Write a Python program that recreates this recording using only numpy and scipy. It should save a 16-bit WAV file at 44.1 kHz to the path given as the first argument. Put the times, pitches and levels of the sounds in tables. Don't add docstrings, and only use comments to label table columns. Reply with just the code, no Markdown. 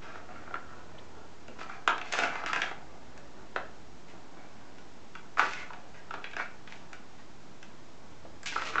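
import sys
import numpy as np
from scipy import signal
from scipy.fft import rfft, irfft
from scipy.io import wavfile

SR = 44100
rng = np.random.default_rng(int(sys.argv[2]) if len(sys.argv) > 2 else 0)


def wav_record(signal):
    frames = np.transpose(np.atleast_2d(signal))
    bounded = np.clip(frames, -1, 1)
    quanta = np.round(bounded * 32767).astype(np.int16)
    wavfile.write(sys.argv[1], SR, quanta)


N = 388080

# pitch_hz, level_db, faint_ring_t60_s
SHELL_MODES = [(279.7, -15.5, .12), (387, -12.5, 0.044), (457, -13.5, .15), (552, -15.5, 0.31),
               (647, -5.5, .2), (721, -3.5, 0.35), (779, -7.5, 0.085), (872, -7, .15), (922, -9.5, .15),
               (994, -6.5, 0.12), (1105, -13, 0.36), (1168, -4.5, 0.11), (1260, -8.5, 0.24),
               (1320, -5, 0.095), (1363, -3.5, 0.24), (1472, -3.5, 0.62), (1608, -7, 0.21),
               (1667, -12, 0.2), (1744, -8.5, 0.23), (1922, -9, 0.1), (2084, -8, .15), (2324, -7.5, .15),
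               (2507, -11, 0.18), (2588, -9, .1), (2733, -11, 0.2), (2814, -14, .1)]
# low_hz, high_hz
STRIKE_BANDS = [(858, 1860), (264, 896), (2110, 3950), (3980, 7500)]
# start_s, length_s, level_db
BALL_ROLLS = [(0, 0.22, -52), (.27, 0.95, -52.5), (1.55, 0.74, -52), (2.12, 0.52, -45), (2.85, 0.77, -56),
              (4.12, 0.57, -57), (5.4, 0.35, -53.5), (6.05, 0.21, -58), (6.65, 0.22, -57), (7.95, .5, -72),
              (8.55, .3, -52.5)]
# start_s, length_s, rattle_db, scrape_db
TRACK_PUSHES = [(0.016, 0.15, -52.5, -63), (.3, 0.19, -57.5, -77), (1.582, 0.047, -48, -53.5),
                (1.685, 0.064, -55.5, -61), (1.897, 0.096, -51, -65), (2.04, 0.088, -49, -54),
                (2.116, 0.13, -40.5, -42.5), (2.252, .15, -42.5, -56.5), (2.462, 0.029, -38, -48),
                (2.54, 0.14, -49, -51.5), (4.076, 0.033, -63, -62.5), (5.377, 0.065, -42, -46),
                (5.447, 0.078, -55, -49), (5.508, 0.12, -46.5, -54.5), (5.936, 0.059, -54.5, -68),
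                (6.375, .045, -40, -58), (6.69, 0.093, -67, -60.5), (7.175, 0.027, -58.5, -66),
                (8.456, 0.016, -47, -37), (8.513, 0.12, -45.5, -46.5), (8.648, 0.041, -39, -42.5),
                (8.725, 0.055, -41.5, -57)]
# start_s, level_db
PAW_STEPS = [(.085, -46), (1.484, -44), (4.135, -47), (5.425, -35), (8.25, -38.5), (8.739, -46)]
# start_s, ring_db, thud_rel_db, crack_rel_db, favoured_hz
BALL_KNOCKS = [(0.156, -42.5, -5, -17, 1380), (0.288, -49.5, 0, -25, 1380), (0.356, -48, -11, -17, 1340),
               (0.477, -47.5, -6, -18, 1350), (0.508, -43.5, 0, -19, 1370), (0.541, -31.5, -13, -16, 1360),
               (0.555, -39.5, -5, -14, 1480), (1.612, -39, -5, -12, 1320), (1.695, -40.5, -14, -13, 1410),
               (1.876, -20, -8, -7.5, 1305), (1.892, -30.5, -8, -14, 1320), (2.134, -34.5, 0.5, -0.5, 1710),
               (2.152, -36, -12, -15, 1150), (2.188, -28.5, 0.5, -3, 1320), (2.219, -34, -3, -24, 1620),
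               (2.235, -27.5, -3.5, -5.5, 1480), (2.355, -34.5, -4, -10, 1430),
               (2.437, -38, -4.5, -11, 1450), (2.531, -29.5, -10, -3, 1680), (2.56, -30, -8, -5, 1610),
               (2.636, -37.5, 1, -15, 1770), (2.712, -40.5, -0.5, -8, 1780),
               (3.561, -28, -2.5, -11.5, 1454), (4.37, -54, -10, -14, 1270), (5.152, -42, -11, -5.5, 1380),
               (5.371, -33.5, -12, -13, 1210), (5.382, -31.5, -5, -18, 1010),
               (5.394, -19, -16.5, -11, 1390), (5.414, -29, -20, -20, 1580), (5.704, -41, -6, -18, 980),
               (6.108, -36, -19, -13, 1310), (6.139, -34.5, -2.5, -11, 1400), (6.366, -36, -4, -4.5, 1590),
               (6.398, -33.5, -5, -15, 1490), (8.56, -27, -12, -23, 1300), (8.62, -34, -20, -8, 1400),
               (8.756, -28.5, -10, -14, 1265), (8.781, -25.5, -25, -13.5, 1470)]
# start_s, length_s, from_hz, to_hz, level_db
SLIP_SQUEAK = (.979, .024, 2900, 5200, -49.5)
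# start_s, crack_db, ring_rel_db, snap_rel_db
CLAW_CLICKS = [(1.481, -54, 1.5, -10), (1.979, -46, 5, -9.5), (2.014, -41, -2, -18), (2.124, -37, -3, -4.5),
               (2.461, -38.5, 3, -11), (2.618, -30.5, -2.5, -15.5), (3.176, -59, 5, -4),
               (4.783, -58.5, 1, -12), (5.534, -41, -8, -11), (5.733, -51.5, 4, -15),
               (6.242, -40.5, -4, -26), (6.312, -52, -11, -12), (6.333, -49, 3, -20),
               (6.675, -50.5, -1, -16), (6.723, -47, -10, -15), (6.93, -49.5, 2.5, -8),
               (7.628, -52, -1, -8.5), (8.431, -56.5, 7, 1), (8.459, -47, 2, -2)]
# start_s, end_s, pitch_hz, level_db
LOW_HUMS = [(0, 1.6, 81, -62), (2.3, 4.1, 58, -63), (7.9, 11, 82, -64)]
# freq_hz, density_rel_db
ROLL_SPECTRUM = [(30, -30.5), (130, 7), (300, 5), (700, 1), (1400, -3), (2200, -5.5), (4000, -19),
                 (9000, -34)]
BACKGROUND_SPECTRUM = [(15, -54.5), (30, -33.5), (45, -17), (64, -20.5), (112, -18), (200, -16.5),
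                       (350, -18), (520, -23), (720, -22), (950, -23.5), (1200, -27), (2500, -33.5),
                       (6800, -38.5), (8500, -42.5)]
RATTLE_SPECTRUM = [(40, -45), (150, -16), (300, -0.5), (700, -6.5), (1400, 4.5), (2100, 8), (3000, -2),
                   (5000, -7.5), (9000, -25.5)]
SCRAPE_SPECTRUM = [(40, -57.5), (300, -31), (1000, -12.5), (2000, 4), (2600, 8.5), (3500, 1.5), (4600, 0.5),
                   (7000, -4), (9000, -15)]
# freq_hz, t60_s
ROOM_DECAY = [(200, 0.51), (700, 0.42), (1500, 0.31), (3000, 0.34), (8000, 0.17)]

BLOW_LENGTH_S = 0.16
PUSH_SHAPE = dict(attack_s=0.0076, sag_db_per_s=9.5, release_db_per_s=296.5)


def from_db(db):
    return 10 ** (np.asarray(db) / 20)


def unit_rms(x):
    return x / np.sqrt(np.mean(x ** 2) + 1e-20)


def unit_energy(x):
    return x / np.sqrt(np.sum(x ** 2) + 1e-20)


def at_hz(table, hz):
    freq_hz, values = np.transpose(table)
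    return np.interp(np.log(np.maximum(hz, 1)), np.log(freq_hz), values)


def band(x, low_hz, high_hz, order=2):
    return signal.sosfilt(signal.butter(order, [low_hz, high_hz], "band", fs=SR, output="sos"), x)


def coloured(x, spectrum):
    gain = from_db(at_hz(spectrum, np.fft.rfftfreq(N, 1 / SR)))
    return unit_rms(irfft(rfft(x) * gain, N))


def decay(t, t60_s):
    return np.exp(-np.log(1000) * t / t60_s)


def add(out, start_s, sound):
    at = int(start_s * SR)
    out[at:at + len(sound)] += sound


def strokes(rows, attack_s, sag_db_per_s, release_db_per_s):
    age_s, power = np.arange(2 * SR) / SR, np.zeros(N + 2 * SR)
    for start_s, length_s, level_db in rows:
        rise = np.minimum(age_s / attack_s, 1)
        fall_db = sag_db_per_s * age_s + release_db_per_s * np.maximum(age_s - length_s, 0)
        add(power, start_s, (rise * from_db(level_db - fall_db)) ** 2)
    return np.sqrt(power[:N])


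def contacts(per_s, spread_db):
    sizes = from_db(spread_db * np.minimum(rng.exponential(1, N), 3))
    signs = rng.choice([-1, 1], N)
    return sizes * signs * (rng.random(N) < per_s / SR)


def wandering(x, new_response, hops):
    hop = N // hops + 1
    padded, out = np.pad(x, (hop, 2 * hop)), np.zeros(N + 3 * hop + SR)
    fade = signal.windows.hann(2 * hop, sym=False)
    for at in range(0, N + hop, hop):
        piece = signal.fftconvolve(padded[at:at + 2 * hop] * fade, new_response())
        out[at:at + len(piece)] += piece
    return out[hop:hop + N]


def shell_modes(median_t60_s=0.031, ring_db=-27.5):
    t = np.arange(int(BLOW_LENGTH_S * SR)) / SR
    hz, level_db, ring_t60_s = np.transpose(SHELL_MODES)[:, :, None]
    wall = decay(t, median_t60_s * np.sqrt(np.median(hz) / hz))
    track = from_db(ring_db) * decay(t, ring_t60_s)
    return from_db(level_db) * np.exp(2j * np.pi * hz * t) * (wall + track)


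def shell_blow(modes, favoured_hz, focus_db=9.5, width_hz=130, spread_db=2.0, dense_db=-2.5):
    hz = np.array(SHELL_MODES)[:, 0]
    boost_db = focus_db * np.exp(-((hz - favoured_hz) / width_hz) ** 2)
    strength = from_db(boost_db + spread_db * rng.standard_normal(len(hz)))
    phasors = np.exp(2j * np.pi * rng.random(len(hz)))
    ring = np.einsum("m,mt->t", strength * phasors, modes).imag
    dense = rng.standard_normal(len(ring)) * decay(np.arange(len(ring)) / SR, t60_s=0.045)
    return unit_energy(ring) + from_db(dense_db) * unit_energy(dense)


def through_shell(impacts, spectrum, envelope, modes):
    tint = from_db(at_hz(spectrum, np.fft.rfftfreq(modes.shape[1], 1 / SR)))

    def spot():
        response = shell_blow(modes, favoured_hz=rng.uniform(600, 3300), focus_db=5.5, dense_db=0.5)
        power_gain = np.mean(np.abs(rfft(response) * tint) ** 2) / np.mean(tint ** 2)
        return response / np.sqrt(power_gain)
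    return wandering(coloured(impacts, spectrum) * envelope, spot, hops=36)


def rolling(modes):
    envelope = strokes(BALL_ROLLS, attack_s=0.026, sag_db_per_s=5, release_db_per_s=43.5)
    return through_shell(contacts(per_s=320, spread_db=3.5), ROLL_SPECTRUM, envelope, modes)


def background(noise_db=-53, fade_s=0.12):
    t = np.arange(N) / SR
    out = from_db(noise_db) * coloured(rng.standard_normal(N), BACKGROUND_SPECTRUM)
    for start_s, end_s, pitch_hz, level_db in LOW_HUMS:
        swell = np.clip(np.minimum(t - start_s, end_s - t) / fade_s, 0, 1)
        out += from_db(level_db) * swell * np.sqrt(2) * np.sin(2 * np.pi * pitch_hz * t)
    return out


def rattling(modes, trim_db=2.5):
    rows = [(start_s, length_s, db + trim_db) for start_s, length_s, db, _ in TRACK_PUSHES]
    force = strokes(rows, **PUSH_SHAPE)
    return through_shell(contacts(per_s=450, spread_db=1.5), RATTLE_SPECTRUM, force, modes)


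def scraping(trim_db=1.0):
    rows = [(start_s, length_s, db + trim_db) for start_s, length_s, _, db in TRACK_PUSHES]
    grains = coloured(contacts(per_s=1300, spread_db=-2.5), SCRAPE_SPECTRUM)
    return grains * strokes(rows, **PUSH_SHAPE)


def paws():
    out, t = np.zeros(N + SR), np.arange(int(BLOW_LENGTH_S * SR)) / SR
    for start_s, level_db in PAW_STEPS:
        thump = unit_rms(band(rng.standard_normal(len(t)), low_hz=160, high_hz=600))
        add(out, start_s, from_db(level_db) * thump * decay(t, t60_s=0.081))
    return out[:N]


def strike(modes, favoured_hz, levels_db, hard_contact_hz=12000, attack_s=0.012):
    _, _, crack_db, snap_db = levels_db
    blow = shell_blow(modes, favoured_hz)
    corner_hz = np.clip(hard_contact_hz * from_db(snap_db - crack_db), 2000, hard_contact_hz)
    snap = signal.lfilter(*signal.butter(2, corner_hz, fs=SR), blow)
    snap *= decay(np.arange(len(blow)) / SR, t60_s=0.028)
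    out = np.zeros(len(blow))
    for source, edges_hz, level_db in zip((blow, blow, blow, snap), STRIKE_BANDS, levels_db):
        part = band(source, *edges_hz, order=3)
        out += from_db(level_db) * part / np.std(part[:int(attack_s * SR)])
    return out


def knocks(modes, thud_trim_db=-2.0, crack_trim_db=-0.5, rebound_s=0.018, rebound_loss_db=15):
    out = np.zeros(N + SR)
    for start_s, ring_db, thud_rel_db, crack_rel_db, favoured_hz in BALL_KNOCKS:
        snap_rel_db = -7 + 1.57 * crack_rel_db
        balance_db = [0, thud_rel_db + thud_trim_db, crack_rel_db + crack_trim_db, snap_rel_db]
        levels_db = ring_db + np.array(balance_db)
        add(out, start_s, strike(modes, favoured_hz, levels_db))
        again_s = start_s + rebound_s * rng.uniform(0.85, 1.15)
        add(out, again_s, strike(modes, favoured_hz, levels_db - rebound_loss_db))
    return out[:N]


def squeak():
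    start_s, length_s, from_hz, to_hz, level_db = SLIP_SQUEAK
    progress = np.clip((np.arange(N) / SR - start_s) / length_s, 0, 1)
    pitch_hz = from_hz + (to_hz - from_hz) * progress ** 2
    jitter_rad = 0.5 * unit_rms(band(rng.standard_normal(N), low_hz=100, high_hz=900))
    envelope = 2 * np.sin(np.pi * progress) * (1 - progress)
    return from_db(level_db) * envelope * np.sin(2 * np.pi * np.cumsum(pitch_hz) / SR + jitter_rad)


def clicks(modes, favoured_hz=1550, thud_below_ring_db=10, crack_trim_db=1.0, snap_trim_db=4.5):
    out = np.zeros(N + SR)
    for start_s, crack_db, ring_rel_db, snap_rel_db in CLAW_CLICKS:
        thud_rel_db = ring_rel_db - thud_below_ring_db
        balance_db = [ring_rel_db, thud_rel_db, crack_trim_db, snap_rel_db + snap_trim_db]
        add(out, start_s, strike(modes, favoured_hz, crack_db + np.array(balance_db)))
    return out[:N]


def room(x, wet_db=-3.5, first_wall_s=0.0063, build_s=0.00085):
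    t = np.arange(int(0.4 * SR)) / SR
    edges_hz = np.geomspace(150, 10000, 6)
    onset = 1 - np.exp(-np.maximum(t - first_wall_s, 0) / build_s)

    def tail():
        echoes = np.zeros(len(t))
        for low_hz, high_hz in zip(edges_hz, edges_hz[1:]):
            t60_s = at_hz(ROOM_DECAY, np.sqrt(low_hz * high_hz))
            echoes += band(rng.standard_normal(len(t)), low_hz, high_hz) * onset * decay(t, t60_s)
        return unit_energy(echoes) * np.sqrt(2 * edges_hz[-1] / SR)
    return from_db(wet_db) * wandering(x, tail, hops=24)


def scene():
    modes = shell_modes()
    hits = knocks(modes) + clicks(modes) + paws()
    toy = hits + rolling(modes) + rattling(modes) + scraping()
    return (toy + room(toy) + squeak() + background())[None]


def record(dry, rolloff_hz=7700, cutoff_hz=8900, dc_offset=0.0107):
    soft = signal.sosfilt(signal.butter(10, rolloff_hz, fs=SR, output="sos"), dry)
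    return signal.sosfilt(signal.ellip(10, 0.1, 80, cutoff_hz, fs=SR, output="sos"), soft) + dc_offset


dry = scene()
out = record(dry)
wav_record(out)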